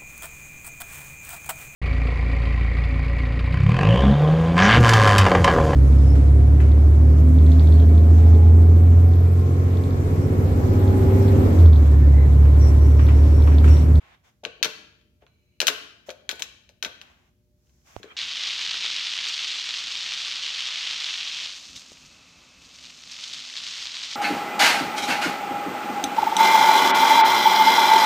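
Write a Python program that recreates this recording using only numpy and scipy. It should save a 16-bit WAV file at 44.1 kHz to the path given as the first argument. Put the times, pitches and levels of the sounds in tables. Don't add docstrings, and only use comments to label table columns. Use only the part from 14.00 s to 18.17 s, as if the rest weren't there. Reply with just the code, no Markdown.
import sys
import numpy as np
from scipy import signal
from scipy.io import wavfile

SR = 44100
rng = np.random.default_rng(int(sys.argv[2]) if len(sys.argv) > 2 else 0)


def int16_out(signal):
    q = np.round(np.clip(np.atleast_2d(signal).T, -1, 1) * 32767)
    wavfile.write(sys.argv[1], SR, q.astype(np.int16))


N = 183764
TIME = np.arange(N) / SR

# t/s, level/dB, brightness/(dB per octave), rattle re the hit/dB
CLICKS = [(0.437, -39.5, 1.5, 4), (0.451, -13.5, -1, -11.5), (0.628, -5.5, 4.5, -5.5), (0.645, -12, 5, -2),
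          (0.6542, -15.5, -1.5, -4.5), (1.013, -55, 4, -9), (1.2223, -53.5, -6.5, -5),
          (1.266, -45, -3, -10), (1.6032, -5, 6.5, -8.5), (1.6155, -9.5, 5, -8), (1.6247, -19.5, -0.5, 0),
          (1.6696, -4, 9.5, -5.5), (1.6812, -3, 2.5, -3), (2.092, -27, 2, -3), (2.1036, -25, 4, -7),
          (2.2918, -10.5, 3.5, -7), (2.3085, -23, 3.5, -9), (2.3131, -16, 6.5, -9.5), (2.355, -38, 12, -8),
          (2.3948, -28.5, 6, 3.5), (2.4218, -12, 6.5, -10), (2.6913, -38, 4.5, -4.5),
          (2.8265, -11.5, 5, -6.5), (2.8482, -14, 2.5, -5), (3.0145, -29, 4, -10), (3.075, -52.5, 4.5, -8),
          (3.671, -63, 0.5, -8.5), (3.695, -56, 6, -4.5), (3.816, -64, 6, -9), (4.031, -30.5, 0, -4.5)]
# f/Hz, left level/dB, right level/dB
JOINT_MODES = [(1100, -9.5, -12), (1554, -5.5, 1), (2080, -3.5, -17), (2343, -3, -1), (2766, -6, -7),
               (3400, 0.5, -9.5), (4050, 0.5, -14), (5020, -6, -6.5), (6120, -1, -8.5),
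               (7020, -12.5, -10.5), (7150, -30.5, -17.5), (10200, -22.5, -18), (11200, -20, -15.5),
               (12500, -13.5, -29), (15400, -21.5, -21)]
# t/s, level/dB, pitch struck/Hz, roll-off around it/(dB per octave)
CLUNKS = [(0.433, -35, 595, 12), (0.457, -31.5, 440, 10), (0.61, -41, 456, 9.5), (0.642, -30.5, 416, 23),
          (0.655, -29, 439, 7), (1.221, -47.5, 581, 9), (1.61, -32, 590, 9.5), (1.624, -27.5, 533, 13),
          (1.681, -28, 676, 11), (1.696, -26.5, 415, 22), (2.085, -29, 600, 18), (2.291, -40, 590, 11.5),
          (2.324, -36, 556, 10.5), (2.403, -41, 610, 4), (2.693, -53, 592, 10.5), (2.833, -39, 564, 8),
          (2.855, -34, 610, 6.5), (3.995, -44, 290, 8), (4.038, -35, 410, 22.5), (4.053, -44.5, 430, 21)]
# f/Hz, level/dB, t60/s
HOUSING_MODES = [(140, -4.5, 0.048), (198.2, -4.5, 0.038), (279, -2, 0.047), (350, -6.5, .05),
                 (436.8, -0.8, 0.035), (499.8, -9.5, 0.054), (595, 0.1, 0.023), (711, -4, 0.018),
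                 (886, -2.5, 0.025)]
# t/s, rise/s, hold/s, body level/dB, hiss level/dB
NOISE_SWELLS = [(-.08, 0.13, .1, -56, -75), (.225, 0.026, 0.045, -63, -70), (1.2, .02, 0.016, -65.5, -83.5),
                (2.055, 0.016, 0.022, -57, -59), (2.387, 0.0065, 0.012, -46.5, -56.5),
                (3.0, 0.021, 0.097, -59, -73.5), (3.1, .05, .14, -70.5, -80), (3.5, 0.21, 0.14, -79, -73.5),
                (3.836, 0.043, 0.12, -58.5, -61.5), (4.0, .04, .14, -59, -72)]
# f/Hz, spectral level/dB
HISS_SPECTRUM = [(3500, -8.5), (5000, -7.5), (6700, 6.5), (8500, -15.5), (12500, -9), (16000, -12)]
# f/Hz, nominal width/Hz, level/dB
ROD_MODES = [(2310, 60, 0.1), (2600, 80, -4), (2900, 60, -3), (4080, 50, -1.5), (6500, 60, -11)]
# f/Hz, width/Hz, level/dB
BUSH_MODES = [(1290, 85, 0), (1950, 90, -6), (2360, 50, -1), (3190, 56, -4)]
# t/s, level/dB, left over right/dB
FINGER_TAP = (3.9648, -28, -19)
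# f/Hz, level/dB, t60/s
TAP_MODES = [(109.3, -16, 0.1), (695, 6, 0.0046), (2580, -8, 0.0019)]
# f/Hz, t60/s, spectral level/dB
GARAGE_DECAY = [(120, 3, -6.5), (385, 0.76, -0.1), (1000, 0.61, 4.5), (2730, 0.69, -1.74), (5800, 0.57, -2),
                (9000, 0.5, 0.5), (15000, 0.36, -4)]
# f/Hz, level/dB
HUM_TONES = [(59.2, -76.5), (242.2, -79.5), (360.7, -81), (479.1, -89.5), (597.5, -84)]
# f/Hz, spectral level/dB
RUMBLE_SPECTRUM = [(20, -32), (35, -24.5), (60, -4.5), (120, -11), (200, -17.5), (330, -27.5), (650, -39),
                   (1200, -43.5), (3000, -43.5), (7000, -42), (9000, -52), (13000, -43), (16000, -48)]
# f/Hz, left-right correlation
DIFFUSE_CORRELATION = [(60, 0.95), (290, 0.65), (640, 0.13), (1400, .01), (15000, 0.029)]

JOINT_CYCLES = 17


def joint_clicks(crack_hz=3150, crack_db=4, snap_db=-7, rattle_t60_s=.073):
    out, t = np.zeros((2, N)), TIME[:SR // 5]
    contact = signal.lfilter([.25, .5, .25], [1, -.3], impulse(len(t)))
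    for start, level_db, bright_db, rattle_db in CLICKS:
        fade = from_db(rattle_db - 60 * t / rattle_t60_s) * (1 - np.exp(-t / .0007))
        shared, own = [.2 * fade * grains(len(t), per_s=5000, spread_db=2) for _ in range(2)]
        chatter = np.array([shared, .7 * shared + .7 * own])
        crack = ring(impulse(len(t)), crack_hz * rng.normal(1, .06), t60=.008)
        snap = from_db(snap_db + 2 * bright_db) * np.gradient(contact)
        hit = from_db(crack_db) * crack * [[1], [.95]] + snap * [[1], [.6]]
        rattle = np.zeros_like(hit)
        for k, (hz, left_db, right_db) in enumerate(JOINT_MODES):
            hz = hz * rng.normal(1, .04)
            t60 = JOINT_CYCLES / hz
            gain = from_db(np.array([[left_db], [right_db]]) + bright_db * np.log2(hz / 3000))
            gain *= (-1) ** k * from_db(rng.normal(0, 1.5, (2, 1)))
            if k % 3 == 2:
                gain[1] *= -1
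            low_cut = min(hz / 2500, 1) ** 1.5
            hit += low_cut * gain * ring(contact, hz, t60)
            reaches_mode = rng.random(len(t)) < .6
            rattle += gain * ring(chatter * reaches_mode, hz, t60)
        scale = from_db(level_db) / np.abs(hit[0]).max()
        pan_db = 10.5 + .1616 * level_db
        add(out, start, pan(scale * hit, pan_db) + pan(scale * rattle, .5 * pan_db))
    return highpass(out, hz=700)


def housing_clunks(shudder_db=-10.5, shudder_t60_s=.14):
    out, t = np.zeros((2, N)), TIME[:SR // 5]
    for start, level_db, struck_hz, rolloff_db in CLUNKS:
        shaking = rng.standard_normal(len(t)) * from_db(shudder_db - 60 * t / shudder_t60_s)
        body = np.zeros(len(t))
        for k, (hz, mode_db, t60) in enumerate(HOUSING_MODES):
            gain = (-1) ** k * from_db(mode_db - rolloff_db * abs(np.log2(hz / struck_hz)))
            body += gain * soft_ring(hz * rng.normal(1, .018), t60, len(t))
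        shudder = signal.fftconvolve(body, shaking)[:len(t)] / np.linalg.norm(body)
        clunk = body / np.abs(body).max() + shudder
        add(out, start, from_db(level_db) * pan(clunk, pan_db=6))
    return out


def opening_tail_and_slides(swell_db=35, drop_db=7.5, drop_s=.011, fall_db_per_s=150.5):
    body_gain, hiss_gain = np.zeros((2, N))
    for start, rise, hold, body_db, hiss_db in NOISE_SWELLS:
        to_crest = np.clip((start + rise - TIME) / rise, 0, 1)
        released = np.maximum(TIME - start - rise - hold, 0)
        release_db = fall_db_per_s * released + drop_db * (1 - np.exp(-released / drop_s))
        envelope = (TIME > start) * from_db(-swell_db * to_crest ** 2 - release_db)
        body_gain += from_db(body_db) * envelope
        hiss_gain += from_db(hiss_db) * envelope
    body = np.zeros((2, N))
    for channel in body:
        for hz, mode_db, _ in [(770, -13.5, -12)] + JOINT_MODES[:6]:
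            drive = grains(N, per_s=6300, spread_db=-4)
            channel += from_db(.32 * mode_db) * ring(drive, hz, .67 * JOINT_CYCLES / hz)
    hiss = sum(from_db(at_hz(HISS_SPECTRUM, hz)) * band for hz, band in diffuse_bands(N) if hz > 3500)
    return body_gain * rms_one(body) + hiss_gain * rms_one(hiss)


def rod_singing(start_s=1.265, end_s=1.6, steady_db=-80, onset_db=10, settle_s=.03):
    since = np.maximum(TIME - start_s, 0)
    envelope = (since > 0) * (TIME < end_s) * from_db(steady_db + onset_db * np.exp(-since / settle_s))
    return envelope * friction_tones(ROD_MODES, ring_factor=2)


def bush_squeak(crest_s=4.122, rise_s=.025, fall_s=.006, level_db=-47):
    since = TIME - crest_s
    envelope = np.exp(-np.maximum(-since / rise_s, since / fall_s))
    return from_db(level_db) * envelope * friction_tones(BUSH_MODES, ring_factor=2.2)


def finger_tap():
    out = np.zeros((2, N))
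    start, level_db, pan_db = FINGER_TAP
    knock = -sum(from_db(level_db + db) * ring(impulse(SR // 5), hz, t60) for hz, db, t60 in TAP_MODES)
    add(out, start, pan(knock, pan_db))
    return out


def garage_reverb(sound, first_echo_s=.008, level_db=-12):
    t = TIME[:SR + SR // 2]
    tail = sum(band * from_db(at_hz(GARAGE_DECAY, hz, column=2) - 60 * t / at_hz(GARAGE_DECAY, hz))
               for hz, band in diffuse_bands(len(t)))
    tail *= np.clip(t / first_echo_s - 1, 0, 1)
    tail /= np.sqrt(np.sum(tail ** 2) / 2)
    tail = pan(tail, pan_db=4)
    return from_db(level_db) * signal.fftconvolve(sound.mean(axis=0)[None], tail, axes=1)[:, :N]


def room_tone(rumble_db=-65):
    air = sum(from_db(at_hz(RUMBLE_SPECTRUM, hz)) * band for hz, band in diffuse_bands(N))
    hum = np.zeros(N)
    for hz, level_db in HUM_TONES:
        steady = np.sin(2 * np.pi * (hz * TIME + rng.random()))
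        waver = rms_one(ring(rng.standard_normal(N), hz, t60=.48))
        hum += from_db(level_db) * (1.3 * steady + .5 * waver)
    return from_db(rumble_db) * rms_one(air) + hum


def ring(drive, hz, t60):
    decay, angle = from_db(-60 / (t60 * SR)), 2 * np.pi * hz / SR
    return signal.lfilter([0, np.sin(angle)], [1, -2 * decay * np.cos(angle), decay ** 2], drive + 1e-18)


def soft_ring(hz, t60, size):
    wave = ring(ring(impulse(size), hz, t60), hz, t60)
    return wave / np.abs(wave).max()


def friction_tones(modes, ring_factor):
    return sum(from_db(db) * rms_one(ring(rng.standard_normal((2, N)), hz, t60=ring_factor / width))
               for hz, width, db in modes)


def grains(size, per_s, spread_db):
    strength = from_db(spread_db * np.minimum(rng.exponential(1, size), 4))
    sign = rng.choice([-1, 1], size)
    return rms_one(strength * sign * (rng.random(size) < per_s / SR))


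def diffuse_bands(size):
    white = rng.standard_normal((2, 2, size))
    edges_hz = 20 * 2 ** np.arange(0, 10.1, .5)
    for k, (low, high) in enumerate(zip(edges_hz, edges_hz[1:])):
        bandpass = signal.butter(2, [low, high], "band", fs=SR, output="sos")
        mid, side = signal.sosfilt(bandpass, white[k % 2])
        hz = np.sqrt(low * high)
        alike = at_hz(DIFFUSE_CORRELATION, hz)
        yield hz, np.sqrt(1 + alike) * mid + np.sqrt(1 - alike) * side * [[1], [-1]]


def impulse(size):
    return 1. * (np.arange(size) == 0)


def from_db(db):
    return 10 ** (np.asarray(db) / 20)


def rms_one(x):
    return x / np.sqrt(np.mean(x ** 2) + 1e-20)


def at_hz(table, hz, column=1):
    table = np.array(table)
    return np.interp(np.log(hz), np.log(table[:, 0]), table[:, column])


def highpass(sound, hz):
    return signal.sosfilt(signal.butter(2, hz, "high", fs=SR, output="sos"), sound)


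def pan(sound, pan_db):
    return sound * from_db([[pan_db / 2], [-pan_db / 2]])


def add(track, start_s, sound):
    i = round(start_s * SR)
    track[:, i:i + sound.shape[1]] += sound[:, :N - i]


def scene():
    clicks, clunks = joint_clicks(), housing_clunks()
    reverb = garage_reverb(clicks + .86 * clunks)
    textures = opening_tail_and_slides() + rod_singing() + bush_squeak()
    return clicks + clunks + reverb + textures + finger_tap() + room_tone()


def record(dry, ceiling=.84, cutoff_hz=15900):
    rounded = dry / (1 + np.abs(dry / ceiling) ** 8) ** (1 / 8)
    top_cut = signal.ellip(12, .5, 95, cutoff_hz, fs=SR, output="sos")
    return signal.sosfilt(top_cut, highpass(rounded, hz=36))


dry = scene()
out = record(dry)
int16_out(out)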